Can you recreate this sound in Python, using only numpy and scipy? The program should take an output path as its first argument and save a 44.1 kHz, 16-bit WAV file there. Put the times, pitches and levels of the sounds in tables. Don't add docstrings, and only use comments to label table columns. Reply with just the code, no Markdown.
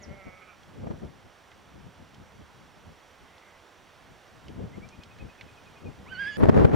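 import sys
import numpy as np
from scipy import signal
from scipy.fft import rfft, irfft, next_fast_len
from scipy.io import wavfile
from scipy.ndimage import map_coordinates

SR = 44100
rng = np.random.default_rng(int(sys.argv[2]) if len(sys.argv) > 2 else 0)


def generate_wav(sig):
    pcm = np.round(np.clip(np.atleast_2d(sig).T, -1, 1) * 32767).astype(np.int16)
    wavfile.write(sys.argv[1], SR, pcm)


N = 297675
GUST_START_S = 6.37


def amp(db):
    return 10 ** (np.asarray(db) / 20)


def unit(x):
    return x / np.sqrt(np.mean(x ** 2) + 1e-20)


def clock():
    return np.arange(N) / SR


def along(rows, hz):
    f, *cols = np.transpose(rows)
    return [np.interp(np.log(hz + 1), np.log(f + 1), c) for c in cols]


def curves(rows):
    s, *cols = np.transpose(rows)
    return [np.interp(clock(), s, c) for c in cols]


def wobble(rate_hz):
    knots = rng.standard_normal(int(N * rate_hz / SR) + 4)
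    return map_coordinates(knots, [np.arange(N) * rate_hz / SR])


def filtered(x, response):
    m = next_fast_len(N + SR // 2)
    return irfft(rfft(x, m) * response(np.fft.rfftfreq(m, 1 / SR)), m)[..., :N]


def resonance(f, centre_hz, width_hz):
    return 1j * f * width_hz / (centre_hz ** 2 - f ** 2 + 1j * f * width_hz)


def noise_band(centre_hz, width_hz, shape=N):
    return unit(filtered(rng.standard_normal(shape), lambda f: resonance(f, centre_hz, width_hz) ** 2))


def between(start_s, end_s):
    return np.clip(np.minimum(clock() - start_s, end_s - clock()) / .003, 0, 1)


def bell(centre_s, half_s):
    return np.exp(-np.minimum(((clock() - centre_s) / half_s) ** 2, 60))


def swells(rows):
    return np.sqrt(sum(amp(2 * db) * bell(s, half_s) for s, db, half_s in rows))


def phase_of(hz):
    return 2 * np.pi * np.cumsum(hz) / SR


def voice(rows, jitter, jitter_rate_hz, bend_hz=0):
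    hz, db = curves(rows)
    phase = phase_of((hz + bend_hz) * (1 + jitter * wobble(jitter_rate_hz)))
    return phase, amp(db) * between(rows[0][0], rows[-1][0])


def placed(x, pan_db):
    return x * amp([[pan_db / 2], [-pan_db / 2]])


def rush(spectrum, image):
    m = next_fast_len(N + SR // 2)
    hz = np.fft.rfftfreq(m, 1 / SR)
    coherence, lead_rad, pan_db = along(image, hz)
    turn = np.arccos(np.clip(coherence, -1, 1)) / 2
    coloured = rfft(rng.standard_normal((2, m))) * amp(along(spectrum, hz)[0])
    mid, side = coloured * [np.cos(turn), np.sin(turn)]
    lean = amp(pan_db / 2) * np.exp(1j * lead_rad / 2)
    return unit(irfft(np.array([(mid + side) * lean, (mid - side) / lean]), m)[:, :N])


# (frequency [Hz], relative density [dB])
FIELD_SPECTRUM = [(40, -8), (80, 0), (150, -9), (300, -4.5), (500, -1.5), (780, -0.5), (1500, -3.5),
                  (2600, -9), (3350, -9.5), (4000, -14.5), (5800, -20.5), (6700, -21), (9000, -26),
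                  (13000, -31.5)]
# (frequency [Hz], coherence [ratio], left lead [rad], left minus right [dB])
FIELD_IMAGE = [(200, 1, .1, -10), (700, 0.82, 0.17, -5.5), (2800, 0.83, 0.26, -3), (7000, 0.88, .15, -2),
               (15000, 0.86, 0.027, -1)]


def field(level_db, drift_db, rise_db_per_s):
    hush_db = level_db + rise_db_per_s * clock() + drift_db * (wobble(1.0) + wobble(7))
    return amp(hush_db) * rush(FIELD_SPECTRUM, FIELD_IMAGE)


# (frequency [Hz], relative level [dB])
WHINE_TONES = [(4560, -79.5), (5400, -77.5), (5830, -75), (6290, -84.5), (7500, -85), (9900, -88),
               (14700, -90)]


def camera_whine(fuzz_db, spread_hz, tone_db):
    fuzz = sum(amp(db) * wobble(2 * spread_hz) * np.sin(phase_of(hz + spread_hz * wobble(900)))
               for hz, db in WHINE_TONES)
    tones = sum(amp(db) * np.sin(phase_of(hz + 4 * wobble(20))) for hz, db in WHINE_TONES)
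    return amp(fuzz_db) * fuzz + amp(tone_db) * tones


def hillside(x, wet_db, t60_s):
    t = np.arange(SR // 2) / SR
    tail = rng.standard_normal((2, len(t))) * amp(-60 * t / t60_s)
    return x + amp(wet_db) * signal.fftconvolve(x, tail / np.linalg.norm(tail[0]), axes=1)[:, :N]


def far_call(level_db, at_s, half_s, centre_hz, width_hz):
    return amp(level_db) * bell(at_s, half_s) * noise_band(centre_hz, width_hz)


# (time [s], pitch [Hz], level [dB])
CHIP_SWEEP = [(0.018, 7100, -56), (0.03, 6550, -58), (0.035, 5700, -44), (0.046, 5100, -52.5),
              (0.052, 4200, -49)]


def chip():
    phase, gain = voice(CHIP_SWEEP, jitter=0.028, jitter_rate_hz=710)
    return gain * np.sin(phase)


def trill(level_db, accent_db, accented, scatter_db, sigma_s, arch_hz, count):
    start_s, gap_s, last_late_s = 4.746, .0929, 0.0091
    base_hz, climb_hz, climb_notes, sag_hz_per_note = 2650, 545, 1.75, 15
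    out = np.zeros(N + SR)
    t = np.arange(-SR // 20, SR // 20) / SR
    for k, scatter in enumerate(rng.standard_normal(count)):
        s = start_s + k * gap_s + last_late_s * np.exp(k + 1 - count)
        centre_hz = base_hz - climb_hz * np.exp(-k / climb_notes) - sag_hz_per_note * k
        u = t / (sigma_s * np.interp(s, [4.8, 5.1], [1.4, 1]))
        slope_hz = np.interp(s, [4.8, 5.35], [60, -30])
        note = np.exp(-u ** 2 / 2) * np.sin(phase_of(centre_hz + slope_hz * u - arch_hz * u ** 2))
        note_db = level_db + accent_db * (k in accented) + scatter_db * scatter
        out[round((s + t[0]) * SR):][:len(t)] += amp(note_db) * note
    return out[:N]


# (time [s], relative peak [dB], ring [Hz])
TICK_HITS = [(0.633, -47, 3300), (1.5162, -36.5, 1650), (2.1446, -44, 3150), (3.3803, -46.5, 3520),
             (4.4831, -41, 2880), (4.8889, -45.5, 6200), (5.035, -39, 3220), (5.1872, -41.5, 2000),
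             (5.411, -31.5, 2250)]


def ticks(level_db, t60_s, crack_db, tail_db, tail_t60_s, cutoff_ratio):
    out = np.zeros(N + SR)
    t = np.arange(SR // 8) / SR
    f = np.fft.rfftfreq(len(t), 1 / SR)
    for s, db, hz in TICK_HITS:
        ring = np.sin(2 * np.pi * hz * t) * amp(-60 * t / t60_s) * (1 - np.exp(-t / 0.00022))
        colour = resonance(f, hz, hz * .8) / (1 + (f / min(cutoff_ratio * hz, 8000)) ** 6)
        noise = unit(irfft(rfft(rng.standard_normal(len(t))) * colour, len(t)))
        decay = amp(crack_db - 60 * t / t60_s) + amp(tail_db - 60 * t / tail_t60_s)
        out[round(s * SR):][:len(t)] += amp(db + level_db) * (ring + noise * decay)
    return out[:N]


# (time [s], pitch [Hz], relative level [dB])
LOW_CALL_CONTOUR = [(0, 197.7, -52), (0.19, 194.1, -52), (0.31, 182.8, -51), (0.36, 186.6, -50),
                    (0.51, 179.7, -52), (0.59, 154.8, -78)]
# (centre [Hz], half width [Hz], gain [dB])
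THROAT_FORMANTS = [(610, 120, 0), (1342, 63, 0), (2130, 157, 0.5)]
# (time [s], top resonance shift [Hz], swing from lowest to middle resonance [dB])
MOUTH_MOTION = [(0, -130, -2), (0.13, -20, -5.5), (0.3, 43, -0.5), (0.42, 130, 2.5), (0.5, 280, 9)]


def low_call(level_db, shimmer_db, rasp_rad):
    phase, gain = voice(LOW_CALL_CONTOUR, jitter=0.0073, jitter_rate_hz=59.6)
    pitch_hz = curves(LOW_CALL_CONTOUR)[0]
    climb_hz, swing_db = curves(MOUTH_MOTION)
    mouth = [(0, -swing_db), (0, swing_db), (climb_hz, 0)]
    hoarse_rad = rasp_rad * np.interp(clock(), [.3, .42], [.35, 1])
    call = 0
    for k in range(1, 17):
        throat = sum(amp(db + lift_db) / (1 + ((k * pitch_hz - hz - shift_hz) / half_hz) ** 2)
                     for (hz, half_hz, db), (shift_hz, lift_db) in zip(THROAT_FORMANTS, mouth))
        call = call + throat * np.cos(k * phase + hoarse_rad * wobble(130))
    return gain * amp(level_db + shimmer_db * wobble(44.6)) * call


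# (time [s], centre pitch [Hz], relative level [dB])
WHINNY_CONTOUR = [(6.06, 951, -54), (6.1, 1453, -55.5), (6.125, 1530, -40.5), (6.16, 1490, -42),
                  (6.215, 1602, -33.5), (6.28, 1672, -31.5), (6.335, 1706, -39.5), (6.37, 1696, -37)]
# (multiple [-], gain [dB])
WHINNY_HARMONICS = [(1, 1), (2, -15), (3, -22.5), (4, -50), (5, -43)]
# (time [s], centre pitch [Hz], level [dB])
SECOND_CONTOUR = [(6.19, 2820, -61), (6.25, 2845, -66), (6.29, 3040, -52), (6.37, 3000, -51.5)]


def whinny(sum_tone_db, rasp_db, rasp_hz, quaver_rate_hz, bend_hz, second_bend_hz, mellowing):
    quaver = np.cos(2 * np.pi * quaver_rate_hz * (clock() - 6.12))
    phase, gain = voice(WHINNY_CONTOUR, jitter=0.0035, jitter_rate_hz=210, bend_hz=bend_hz * quaver)
    below_peak_db = max(db for _, _, db in WHINNY_CONTOUR) - curves(WHINNY_CONTOUR)[1]
    main = sum(amp(db + (k > 1) * mellowing * below_peak_db + 2.0 * wobble(40)) * np.sin(k * phase)
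               for k, db in WHINNY_HARMONICS)
    phase2, gain2 = voice(SECOND_CONTOUR, jitter=0.009, jitter_rate_hz=550,
                          bend_hz=second_bend_hz * quaver)
    second = np.sin(phase2) + amp(sum_tone_db) * np.sin(phase + phase2)
    octave = amp(-52.5) * bell(6.086, 0.027) * np.sin(2 * phase)
    pressed = amp(-51.0) * bell(6.157, 0.0099) * (np.sin(2 * phase) + np.sin(3 * phase))
    pressed += amp(-60.5) * bell(6.34, 0.023) * np.sin(4 * phase)
    air = amp(rasp_db) * noise_band(rasp_hz, width_hz=1170)
    return gain * (main + air) + gain2 * second + octave + pressed


# (time [s], relative level [dB])
LIGHT_AIR = [(0, -56), (0.5, -65.5), (0.75, -57.5), (1.1, -55), (1.38, -68), (1.6, -57.5), (2.6, -61),
             (3.65, -72.5), (4.3, -62.5), (4.85, -50.5), (5.1, -60), (5.6, -61.5), (6.0, -52)]
# (time [s], relative peak [dB], half length [s])
AIR_PUFFS = [(0.1, -45.5, 0.039), (0.275, -41.5, 0.014), (0.89, -40, 0.08), (1.045, -39.5, 0.019),
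             (1.255, -49.5, 0.011), (1.76, -52.5, 0.028), (1.875, -49.5, 0.018), (2.01, -50, 0.027),
             (2.21, -51.5, 0.016), (2.42, -49, .02), (2.89, -52.5, 0.043), (3.23, -54, 0.016),
             (4.1, -54, 0.017), (4.37, -50.5, .015), (4.5, -43.5, 0.022), (4.625, -38, 0.038),
             (4.785, -48, 0.033), (4.995, -47, 0.012), (5.24, -43.5, .04), (5.46, -53.5, .025),
             (5.87, -42.5, .026)]


def airflow_db(restless_db):
    light_air = amp(curves(LIGHT_AIR)[0] + restless_db * wobble(12))
    return 20 * np.log10(np.hypot(light_air, swells(AIR_PUFFS)))


# (frequency [Hz], relative density [dB])
RUMBLE_SPECTRUM = [(20, -23), (45, -6), (85, -0.5), (190, -2), (300, -10), (550, -16), (1000, -28),
                   (2500, -63), (8000, -77)]
# (frequency [Hz], coherence [ratio], left lead [rad], left minus right [dB])
BREEZE_IMAGE = [(60, 0.65, 0.62, 1.3), (152, 0.24, 1.7, 3), (364, 0.092, 1.22, 3.9),
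                (1000, 0.095, 4.5, 1.2)]


def rumble(flow_db, gain_db, lump_db):
    lumps = unit(amp(lump_db * (np.array([wobble(32), wobble(32)]) + wobble(18))))
    return amp(flow_db + gain_db) * lumps * rush(RUMBLE_SPECTRUM, BREEZE_IMAGE)


# (frequency [Hz], relative density [dB])
BLAST_SPECTRUM = [(25, -28), (48, -7), (82, 1), (140, -2), (230, 2), (310, -5), (440, -4.5), (950, -19),
                  (1900, -31), (2800, -41), (6500, -58.5), (15500, -73)]


def flutter(flow_db, gain_db, centre_hz, width_hz, growth):
    turbulence = rush(BLAST_SPECTRUM, BREEZE_IMAGE)
    hollow = unit(filtered(turbulence, lambda f: resonance(f, centre_hz, width_hz)))
    peak_db = flow_db.max()
    return amp(peak_db + gain_db + growth * (flow_db - peak_db)) * hollow


def sizzle(level_db, centre_hz, width_hz, length_s):
    gate = between(GUST_START_S, GUST_START_S + length_s)
    return amp(level_db) * gate * noise_band(centre_hz, width_hz, shape=(2, N))


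# (time [s], relative peak [dB])
CLICK_HITS = [(6.37, -12), (6.438, -12), (6.49, -11), (6.652, -6.5)]


def clicks(level_db, decay_s, rise_s):
    out = np.zeros(N + SR)
    t = np.arange(SR // 20) / SR
    pulse = (1 - t / decay_s) * np.exp(-t / decay_s) * (1 - np.exp(-t / rise_s))
    for s, db in CLICK_HITS:
        out[round(s * SR):][:len(t)] += amp(db + level_db) * pulse
    return out[:N] * np.array([[.3], [-1]])


# (time [s], relative peak [dB], half length [s])
GUST_SURGES = [(6.45, -25.5, 0.029), (6.59, -20.5, 0.04), (6.77, -24.5, 0.044)]
# (time [s], relative peak [dB])
EDDY_HITS = [(0.275, -35.5), (0.842, -29.5), (0.872, -27.5), (0.912, -25.5), (1.029, -33), (4.596, -38),
             (4.78, -31.5), (6.413, -13.5), (6.435, -5), (6.494, -3), (6.552, -14.5), (6.6, -11),
             (6.631, -9.5), (6.652, -5), (6.741, -11)]
# (frequency [Hz], coherence [ratio], left lead [rad], left minus right [dB])
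BLAST_IMAGE = [(60, 0.32, 3, 2.8), (250, 0.75, 3, 1.8), (690, 0.56, 3.5, 1.4), (1450, 0.069, 3, 0.89),
               (2270, 0.27, -1.5, 1), (7000, 0.68, 0.9, 1.5)]


def blast(gust_db, start_db, build_db_per_s, eddy_db, eddy_half_s):
    building = amp(start_db + build_db_per_s * (clock() - GUST_START_S))
    gust = amp(gust_db) * np.hypot(building, swells(GUST_SURGES)) * between(GUST_START_S, np.inf)
    eddies = amp(eddy_db) * swells([(s, db, eddy_half_s) for s, db in EDDY_HITS])
    return np.hypot(gust, eddies) * rush(BLAST_SPECTRUM, BLAST_IMAGE)


def wind(tear_db):
    flow_db = airflow_db(restless_db=1.7)
    dull = rumble(flow_db, gain_db=2.0, lump_db=1.78)
    hollow = flutter(flow_db, gain_db=-7, centre_hz=517, width_hz=480, growth=1.39)
    hard = blast(gust_db=6.5, start_db=-37, build_db_per_s=19.5, eddy_db=-4.5, eddy_half_s=0.0066)
    ragged = unit(amp(tear_db * wobble(300)))
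    return dull + (hollow + hard) * ragged


def scene():
    wader = trill(level_db=-54.0, accent_db=4.5, accented=(1, 5, 12), scatter_db=0.3,
                  sigma_s=.009, arch_hz=18, count=13)
    birds = wader + chip()
    grazer = low_call(level_db=-6.5, shimmer_db=3.0, rasp_rad=1.0)
    answer = far_call(level_db=-64.5, at_s=3.43, half_s=0.18, centre_hz=2080, width_hz=430)
    horse = whinny(sum_tone_db=-4.5, rasp_db=-17, rasp_hz=2050, quaver_rate_hz=11.6,
                   bend_hz=35.7, second_bend_hz=170, mellowing=0.26)
    animals = (placed(birds, pan_db=0) + placed(grazer, pan_db=-8.0)
               + placed(answer, pan_db=-1) + placed(horse, pan_db=-5.5))
    calls = hillside(animals, wet_db=-9.5, t60_s=0.19) * (1 - between(GUST_START_S, np.inf))
    near = ticks(level_db=-2, t60_s=0.013, crack_db=-13.5, tail_db=-12.5, tail_t60_s=0.059,
                 cutoff_ratio=2.34)
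    whine = camera_whine(fuzz_db=-0.5, spread_hz=130, tone_db=-2)
    air = wind(tear_db=2.5)
    hush = field(level_db=-56.5, drift_db=0.23, rise_db_per_s=0.3056)
    crackle = clicks(level_db=-8, decay_s=0.0015, rise_s=.00003)
    crackle += sizzle(level_db=-62, centre_hz=10200, width_hz=3200, length_s=.035)
    return hush + whine + placed(near, pan_db=-4.5) + calls + air + crackle


def record(dry):
    ceiling, top_hz = .92, 15800
    rounded = dry / (1 + np.abs(dry / ceiling) ** 6) ** (1 / 6)
    return filtered(rounded, lambda hz: hz < top_hz)


dry = scene()
out = record(dry)
generate_wav(out)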